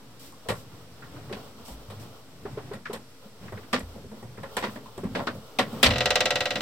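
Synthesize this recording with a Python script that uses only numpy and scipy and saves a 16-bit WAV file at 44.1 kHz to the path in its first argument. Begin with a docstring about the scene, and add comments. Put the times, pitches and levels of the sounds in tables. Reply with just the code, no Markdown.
"""Bumps and a chattering door in a small wooden boat cabin

Someone shuffles about over a steady hiss: filtered noise makes floorboard rumble, shuffling and brushing cloth.
Bumps on panels and fittings are damped modes and decaying noise bursts, coloured by hull and panel resonances.
A door is pushed shut against its catch; a springy fitting on it then strikes the door unevenly before settling
to twenty strikes a second that fade and soften. Each strike excites the same door modes and cabin tail."""
import sys
import numpy as np
from scipy import signal
from scipy.fft import rfft, irfft, next_fast_len
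from scipy.io import wavfile
from scipy.ndimage import uniform_filter1d

SR = 44100
rng = np.random.default_rng(int(sys.argv[2]) if len(sys.argv) > 2 else 0)


def unload_wav(signal):
    """Save mono or channel-first audio to the path in sys.argv[1] as 16-bit WAV at rate SR, clipped to [-1, 1]."""
    wavfile.write(
        sys.argv[1],
        SR,
        np.round(np.clip(np.atleast_2d(signal).T, -1, 1) * 32767).astype(np.int16),
    )


N = 291893
SIZE = next_fast_len(N + SR)  # room for tails, so that filtering does not wrap round
HZ = np.fft.rfftfreq(SIZE, 1 / SR)

# Resonances of the hull. Each row: frequency in Hz, width in Hz, relative level in dB.
HULL = [(51, 20, -51), (89, 23, -7), (109.8, 56, 2.5), (128.2, 31, 5), (213, 39, 0.5), (263.4, 15, 1)]


def amp(db):
    """Level in decibels to a pressure ratio."""
    return 10 ** (np.asarray(db) / 20)


def unit(x):
    """Normalisation to unit root-mean-square."""
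    return x / np.sqrt(np.mean(x ** 2))


def shape(table):
    """Zero-phase gain, interpolated in dB over log frequency from (Hz, dB) points."""
    hz, db = np.transpose(table)
    return amp(np.interp(np.log(HZ + 1), np.log(hz + 1), db))


def peaks(table, floor_db=-60):
    """Modal superposition: second-order resonances of alternating sign over a flat floor."""
    response = amp(floor_db)
    for k, (hz, width, db) in enumerate(table):
        damping = 1j * HZ * width
        response = response + (-1) ** k * amp(db) * damping / (hz * hz - HZ ** 2 + damping)
    return response


def colour(x, response):
    """Linear filtering: convolution as multiplication of spectra."""
    return irfft(rfft(x, SIZE) * response, SIZE)[..., :N]


def band(x, lo_hz, hi_hz):
    """Band-pass filtering with maximally flat Butterworth edges."""
    return signal.sosfilt(signal.butter(2, [lo_hz, hi_hz], "bandpass", fs=SR, output="sos"), x)


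def walk(rate):
    """Slow random modulation: levels held for 1 / rate seconds, then smoothed twice."""
    hold = int(SR / rate)
    steps = np.repeat(rng.standard_normal(N // hold + 1), hold)
    return 1.29 * uniform_filter1d(uniform_filter1d(steps, hold), hold)[:N]


def add(out, s, x):
    """Superposition: adds x to out from s seconds onwards."""
    i = int(s * SR)
    out[..., i:i + x.shape[-1]] += x[..., :N - i]


def ring(db, hz, rise_s, t60_s):
    """One damped mode: a sine with exponential rise and decay."""
    t = np.arange(SR // 2) / SR
    return (1 - np.exp(-t / rise_s)) * amp(db - 60 * t / t60_s) * np.sin(2 * np.pi * hz * t)


def burst(contact_s, t60_s):
    """Mid and side noise: scraping contact, then the exponential decay of a diffuse field."""
    t = np.arange(SR // 2) / SR
    envelope = (1 - np.exp(-t / 0.0004)) * amp(-60 * np.maximum(t - contact_s, 0) / t60_s)
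    return envelope * rng.standard_normal((2, len(t)))


def spread(pair):
    """Spatial coherence: close microphone ports agree in the bass and differ in the treble."""
    # Gain of the side signal. Each row: frequency in Hz, gain in dB.
    side_gain = [(60, -9), (200, -18), (400, -12), (800, -8), (1500, -4), (3000, 0.5), (8000, 1),
                 (15000, -1.5)]
    side = colour(pair[1], shape(side_gain))
    return np.array([pair[0] + side, pair[0] - side])


def moving():
    """Filtered noise: floorboard rumble, shuffling and brushing cloth, each flickering over a hiss."""
    # Level of rumble and shuffle; from about 5.8 s also the door's dying resonance.
    # Each row: time in seconds, rumble in dB, shuffle in dB.
    level_rows = [(0.0, -52.5, -58), (0.39, -54.5, -56), (0.68, -50, -55), (0.83, -49, -57),
                  (1.42, -43, -51.5), (2.27, -49.5, -54.5), (2.8, -47.5, -60.5), (3.15, -52, -57.5),
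                  (3.85, -43.5, -52), (3.98, -47, -57.5), (4.37, -51.5, -55.5), (4.64, -55, -45),
                  (5.0, -51, -55.5), (5.2, -49, -47.5), (5.5, -54.5, -52.5), (5.68, -47, -49),
                  (5.78, -39.5, -42), (6.03, -35.5, -51), (6.62, -43, -49.5)]
    # Cloth near the microphones. Each row: start in seconds, length in seconds, level in dB.
    brush_rows = [(0.193, 0.14, -52.5), (0.548, 0.11, -54), (1.648, 0.13, -51), (1.995, 0.08, -54.5),
                  (4.695, 0.11, -58)]
    # Spectra of shuffle and hiss. Each row: frequency in Hz, relative level in dB.
    shuffle_spectrum = [(200, -6.5), (320, -24), (430, 0), (600, -8), (800, -10), (1400, -11.5),
                        (1700, -41), (3000, -19.5), (7000, -29)]
    hiss_spectrum = [(900, -13.5), (1500, -3.5), (3000, -8), (5600, -6.5), (8000, -9.5), (12000, -8.5),
                     (14500, -31), (15900, -32)]
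    hiss_db = -60

    t = np.arange(N) / SR
    s, *columns = np.transpose(level_rows)
    rumble_db, shuffle_db = (np.interp(t, s, column) for column in columns)
    rumble, shuffle, hiss, brush = rng.standard_normal((4, 2, N))

    # each hull resonance flickers by itself
    boards = sum(amp(8.45 * walk(9.7)) * colour(rumble, peaks([mode])) for mode in HULL)
    strokes = np.zeros(N)
    for start, length, db in brush_rows:
        rise = np.clip((t - start) / 0.0034, 0, 1)
        fall = np.clip((start + length - t) / 0.057, 0, 1)
        strokes += amp(db) * rise * fall

    rumble = amp(rumble_db) * unit(boards)
    shuffle = amp(shuffle_db + 2.1 * walk(25)) * unit(colour(shuffle, shape(shuffle_spectrum)))
    hiss = amp(hiss_db + 0.36 * walk(6.2)) * unit(colour(hiss, shape(hiss_spectrum)))
    cloth = strokes * amp(0.7 * walk(33)) * unit(band(brush, 2300, 14000))
    return spread(rumble + shuffle + hiss + cloth)


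def fittings():
    """Impact excitation: hollow tocks with a cabin answer, bright ticks, and hull flexing under steps."""
    # Taps on hollow fittings, small hard ticks of a fitting, and heavy steps that flex the hull.
    # Each row: start in seconds, nominal level in dB, frequency in Hz.
    tock_rows = [(1.311, -30, 400), (1.363, -36.5, 406), (2.452, -25.5, 406), (2.573, -25, 426),
                 (2.712, -27.5, 408), (2.897, -26, 417), (3.521, -38, 380), (4.977, -31, 382),
                 (5.033, -26, 382)]
    tick_rows = [(1.022, -37, 1440), (1.159, -37, 1340), (2.8555, -26, 1800), (3.4795, -38, 1830),
                 (3.5239, -42, 1920), (3.5726, -37.5, 1850), (3.6311, -44, 1900), (4.374, -40, 1820),
                 (5.1497, -23.5, 1870), (5.1993, -30.5, 1390), (5.2716, -18.5, 1510)]
    step_rows = [(.5, -55, 51.4), (1.709, -36, 52.5), (1.884, -37, 99.2), (1.973, -43, 104.7),
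                 (2.45, -46, 52.6), (3.476, -44, 119), (3.55, -60, 77), (3.821, -38, 51), (3.829, -37, 85),
                 (5.04, -40, 52.3), (5.85, -26, 51), (5.871, -27, 79.3), (5.959, -31.5, 125),
                 (6.08, -38, 51.3), (6.33, -42, 123)]

    out = np.zeros((2, N))
    for s, db, hz in tock_rows:
        add(out[0], s, ring(db + 5, hz, rise_s=0.0025, t60_s=0.059))
        answer = band(burst(0.012, t60_s=0.16), 220, 1050)
        add(out, s + 0.001954, amp(db - 0.5) * answer)
    for s, db, hz in tick_rows:
        add(out, s, amp(db + 4.5) * band(burst(0.006, t60_s=0.11), hz / 1.53, hz * 1.126))
    for s, db, hz in step_rows:
        add(out[0], s, ring(db + 3, hz, rise_s=0.003, t60_s=0.56))
    return spread(out)


def bumps():
    """Impact response: each blow shakes the hull, rings the panels and cracks; the thud noise lasts longest."""
    # Blows on the woodwork. 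Each row: start in seconds, nominal level in dB, then relative to it thud in dB,
    # thud frequency in Hz, crack in dB, sizzle in dB, body centre in Hz, contact in milliseconds.
    blow_rows = [(0.321, -46.5, -18, 124, -23.5, -1, 1020, 7.1), (0.454, -38, -16, 148, -30, -32, 514, 12),
                 (0.486, -19, -15, 107, -8, -9.5, 436, 17.6), (1.019, -38.5, -15, 140, -28, -26, 1420, 8),
                 (1.161, -48, -19, 190, -14, -24, 680, 4.5), (1.295, -34.5, -15, 223, -22, -23, 445, 5.6),
                 (1.325, -32, -13, 186, -0.5, -11, 450, 10.4), (1.679, -38.5, -10, 232, -7, -7, 770, 15),
                 (1.9, -36.5, -13, 98, -7.5, -10, 590, 15), (2.423, -45.5, 2, 98, -21, -29, 350, 7),
                 (2.734, -32, -11, 197, -7.5, -10, 532, 5.7), (2.853, -34.5, -19.5, 238, -31, -40, 1560, 6),
                 (2.93, -29.5, -13.5, 234, -5.5, -4.5, 473, 15.4),
                 (3.253, -51.5, -1, 202, -13, -20, 465, 8), (3.521, -32, -5.5, 94, -36, -14, 374, 5.9),
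                 (3.569, -39, -28, 116, -23, -28, 377, 5.4), (3.729, -13, -19, 246, -34, -20, 1190, 6.1),
                 (3.792, -41.5, -15, 198, -13, 5, 496, 5.4), (3.951, -38, -8, 228, -35, -31, 460, 10),
                 (4.038, -40, -3.5, 130, -32, -29, 380, 7), (4.114, -36, -8.5, 218, -22, -17, 386, 5.3),
                 (4.226, -36, -7.5, 127, -30, -15, 373, 11), (4.378, -35.5, -7, 124, -22, -29, 408, 5.7),
                 (4.431, -28.5, -21, 103, -17, -19, 545, 5),
                 (4.567, -17.5, -24.5, 232, -13, -8.5, 1005, 4.6),
                 (4.624, -23.5, -12.5, 290, -15, -35, 834, 20),
                 (4.639, -23.5, -19, 206, -20, -18, 975, 6.4), (4.756, -32.5, -8, 268, -12, -18, 607, 4.4),
                 (4.858, -39, -14, 228, -14, -24, 1010, 8.4), (4.977, -35, -4, 115, -10, -5, 357, 2.1),
                 (5.038, -34, 1.5, 176, -32, -13, 334, 3.7), (5.149, -23, -13, 262, -8, -21, 310, 23),
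                 (5.189, -23.5, -14, 248, -17, -40, 308, 13), (5.269, -22, -14.5, 256, -4, -24, 311, 7.3),
                 (5.348, -37, -5, 113, -22, -14, 432, 6), (5.587, -11.5, -16, 273, -3, -13.5, 744, 2.5),
                 (5.726, -36.5, -3, 230, -21, -11, 404, 6.2), (5.829, -5.5, -22.5, 260, 2.5, -6.5, 1307, 3),
                 (5.86, -14.5, -14, 112, 1.5, -33, 598, 5.6), (5.904, -23.5, -10, 109, 3, -33, 499, 4.5)]
    # Resonances of the panels. Each row: frequency in Hz, width in Hz, relative level in dB.
    panel_modes = [(380, 105, -13.5), (550, 164, 1), (1092, 140, -7.5), (1367, 62, -3), (1914, 153, -7.5)]
    # harder blows shake more of the panelling: octaves either side of the body centre
    spread_oct, spread_oct_per_db, least_oct, most_oct, soft_db = 1, 0.3, 0.2, 1.68, -36.5
    grit_db, grit_per_s = 2, 330  # uneven contact: depth and pace

    thud, body, crack, sizzle = np.zeros((4, 2, N))
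    for s, db, thud_db, thud_hz, crack_db, sizzle_db, hz, contact_ms in blow_rows:
        contact = contact_ms / 1000
        edge = 2 ** np.clip(spread_oct + spread_oct_per_db * (db - soft_db), least_oct, most_oct)

        add(thud[0], s, ring(db + thud_db + 11, thud_hz, rise_s=0.0013, t60_s=0.11))
        # dividing by the root of the bandwidth keeps the noise level alike at any pitch
        low = band(burst(contact, t60_s=0.35), thud_hz / 2.8, thud_hz * 1.64) / np.sqrt(thud_hz / SR)
        add(thud, s + 0.00312, amp(db + thud_db - 1) * low)

        bandwidth = hz * (edge - 1 / edge)
        knock = band(burst(contact, t60_s=0.18), hz / edge, hz * edge) / np.sqrt(bandwidth / SR)
        add(body, s, amp(db) * knock)
        add(body[0], s, ring(db + 1.5, hz, rise_s=0.00066, t60_s=0.13))

        add(crack, s, amp(db + crack_db) * burst(contact, t60_s=0.12))
        scratch = amp(-2) * burst(contact, t60_s=0.15) + amp(2) * burst(0.002, t60_s=0.032)
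        add(sizzle, s, amp(db + sizzle_db) * scratch)

    body, crack, sizzle = (x * amp(grit_db * walk(grit_per_s)) for x in (body, crack, sizzle))
    hull = amp(0.5) * colour(thud, peaks(HULL, floor_db=-10.5))
    panels = amp(-5) * colour(body, peaks(panel_modes, floor_db=-13))
    crack = amp(-0.5) * band(crack, 1750, 4260)
    sizzle = amp(-5) * band(sizzle, 6750, 11900)
    return spread(hull + panels + crack + sizzle)


def strikes_of_fitting():
    """Near-periodic oscillation: strikes (s, level dB, hardness dB), uneven at first, then an even swing."""
    # Uneven first strikes. Each row: start in seconds, nominal level in dB, hardness in dB relative to it.
    first_strikes = [(5.907, -13, -28), (5.935, -18, -26), (5.957, -14.5, -39), (5.982, -17, -14.5),
                     (6.0055, -9, -25), (6.0567, -8, -18.5), (6.1047, -8, -17.5)]
    swing_from_s, swing_period_s, jitter_s = 6.1555, .05002, .0002
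    # level and hardness fall steadily from their values at this time
    fade_from_s, swing_db, fade_db_per_s = 6.117, -6, 18.5
    hard_db, soften_db_per_s = -15.5, 17

    s = np.arange(swing_from_s, N / SR, swing_period_s)
    s = s + jitter_s * rng.standard_normal(len(s))
    late = s - fade_from_s
    swing = zip(s, swing_db - fade_db_per_s * late, hard_db - soften_db_per_s * late)
    return first_strikes + list(swing)


def chatter():
    """Impulse response: strikes land on one spot, so door and cabin answer alike; only the scrape varies."""
    # Modes of the door. Each row: frequency in Hz, relative level in dB, 60 dB decay time in seconds.
    door_modes = [(416, -25, 0.11), (502.6, -9, 0.13), (522, -3.5, 0.15), (579, -4, 0.2), (629.7, 2, 0.12),
                  (723.5, -3, 0.17), (777, -1, 0.12), (1170, -18, 0.088), (1242, -14, 0.13),
                  (1343, -17.5, 0.31), (1433, -15.5, 0.094), (1930, -14, 0.19), (1907, -8, 0.096),
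                  (2020, 6, 0.03), (2150, -16, 0.14), (2533, 0, 0.052), (2710, 1, 0.029), (2910, -3, 0.059),
                  (3146, -4.5, 0.086), (3320, -9, 0.042), (3530, 3.5, 0.027), (3617, -5, 0.082),
                  (3923, 6, 0.026), (4000, 0, 0.029), (4064, 6, 0.027), (4400, -27, 0.054),
                  (5500, -34, 0.056), (6100, -26, 0.055)]
    # Early echoes of each strike. Each row: delay in seconds, relative level in dB.
    echo_rows = [(.0021, 0), (.0043, -1), (.0125, -7)]
    # Spectrum of the diffuse tail. Each row: frequency in Hz, gain in dB.
    tail_spectrum = [(240, -18.5), (400, -2), (508, -3), (871, -4.5), (1970, -7), (2220, -7), (3940, -9.5),
                     (7000, -18.5), (9100, -36), (15400, -120)]
    lag_s = .00004  # the door is on the left: the right port hears its modes a little later

    strikes, ticks = np.zeros((2, N))
    scrape = np.zeros((2, N))
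    for s, db, hardness_db in strikes_of_fitting():
        i = int(s * SR)
        strikes[i] = amp(db)
        ticks[i] = amp(db + hardness_db)
        add(scrape, s, amp(db - 9.0) * burst(0.0032, t60_s=0.26))  # no two contacts grate alike

    door = np.zeros(SR // 2)
    for k, (hz, db, t60) in enumerate(door_modes):
        door += (-1) ** k * ring(db, hz, rise_s=0.00038, t60_s=t60)
    echoes = 1 + sum(amp(db) * np.exp(-2j * np.pi * HZ * s) for s, db in echo_rows)
    ports = np.array([np.ones(len(HZ)), np.exp(-2j * np.pi * HZ * lag_s)])
    modes = amp(-19) * colour(strikes, rfft(door, SIZE) * echoes * ports)

    # one noise response each for cabin, bright contact and click, shared by all strikes
    cabin, bright, click = np.zeros((3, 2, N))
    add(cabin, 0, burst(.005, t60_s=.1))
    add(bright, 0, burst(0.0013, t60_s=0.034))
    add(click, 0, burst(0.00085, t60_s=0.014))
    tail = shape(tail_spectrum)
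    diffuse = amp(-3.5) * colour(strikes, tail * rfft(spread(cabin), SIZE))
    grating = spread(colour(scrape, tail))
    clatter = amp(9) * band(colour(ticks, rfft(spread(bright), SIZE)), 3700, 7560)
    snap = amp(1.5) * band(colour(ticks, rfft(spread(click), SIZE)), 9800, 13100)
    return modes + diffuse + grating + clatter + snap


def scene():
    """Time difference between ports: bumps and fittings reach the right first, then the left after a turn."""
    port_lag_s, turn_s = .00006, 5.5
    turned_side_db = -1.5  # after the turn the ports differ less

    near = bumps() + fittings()
    late = colour(near, np.exp(-2j * np.pi * HZ * port_lag_s))
    turned = np.arange(N) / SR > turn_s
    blows = np.where(np.array([turned, ~turned]), near, late)
    left, right = blows + chatter() + moving()
    mid = (left + right) / 2
    side = (left - right) / 2 * amp(turned_side_db * turned)
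    return np.array([mid + side, mid - side])


def record(dry):
    """Transducer response: port notches, a bass roll-off, a small offset, full-scale clipping, a treble cut."""
    # Notches of the microphone housing. Each row: frequency in Hz, width in Hz, depth from 0 to 1.
    notch_rows = [(6594, 660, 0.84), (10480, 2300, 0.8)]
    rumble_cut_hz, top_hz, offset = 58, 15900, -.0028

    notches = np.prod([1 - depth * peaks([(hz, width, 0)]) for hz, width, depth in notch_rows], axis=0)
    bass_cut = 1j * HZ / (rumble_cut_hz + 1j * HZ)
    clipped = np.clip(colour(dry, notches * bass_cut) + offset, -1, 1)
    return signal.sosfilt(signal.ellip(10, .2, 70, top_hz, fs=SR, output="sos"), clipped)


dry = scene()
out = record(dry)
unload_wav(out)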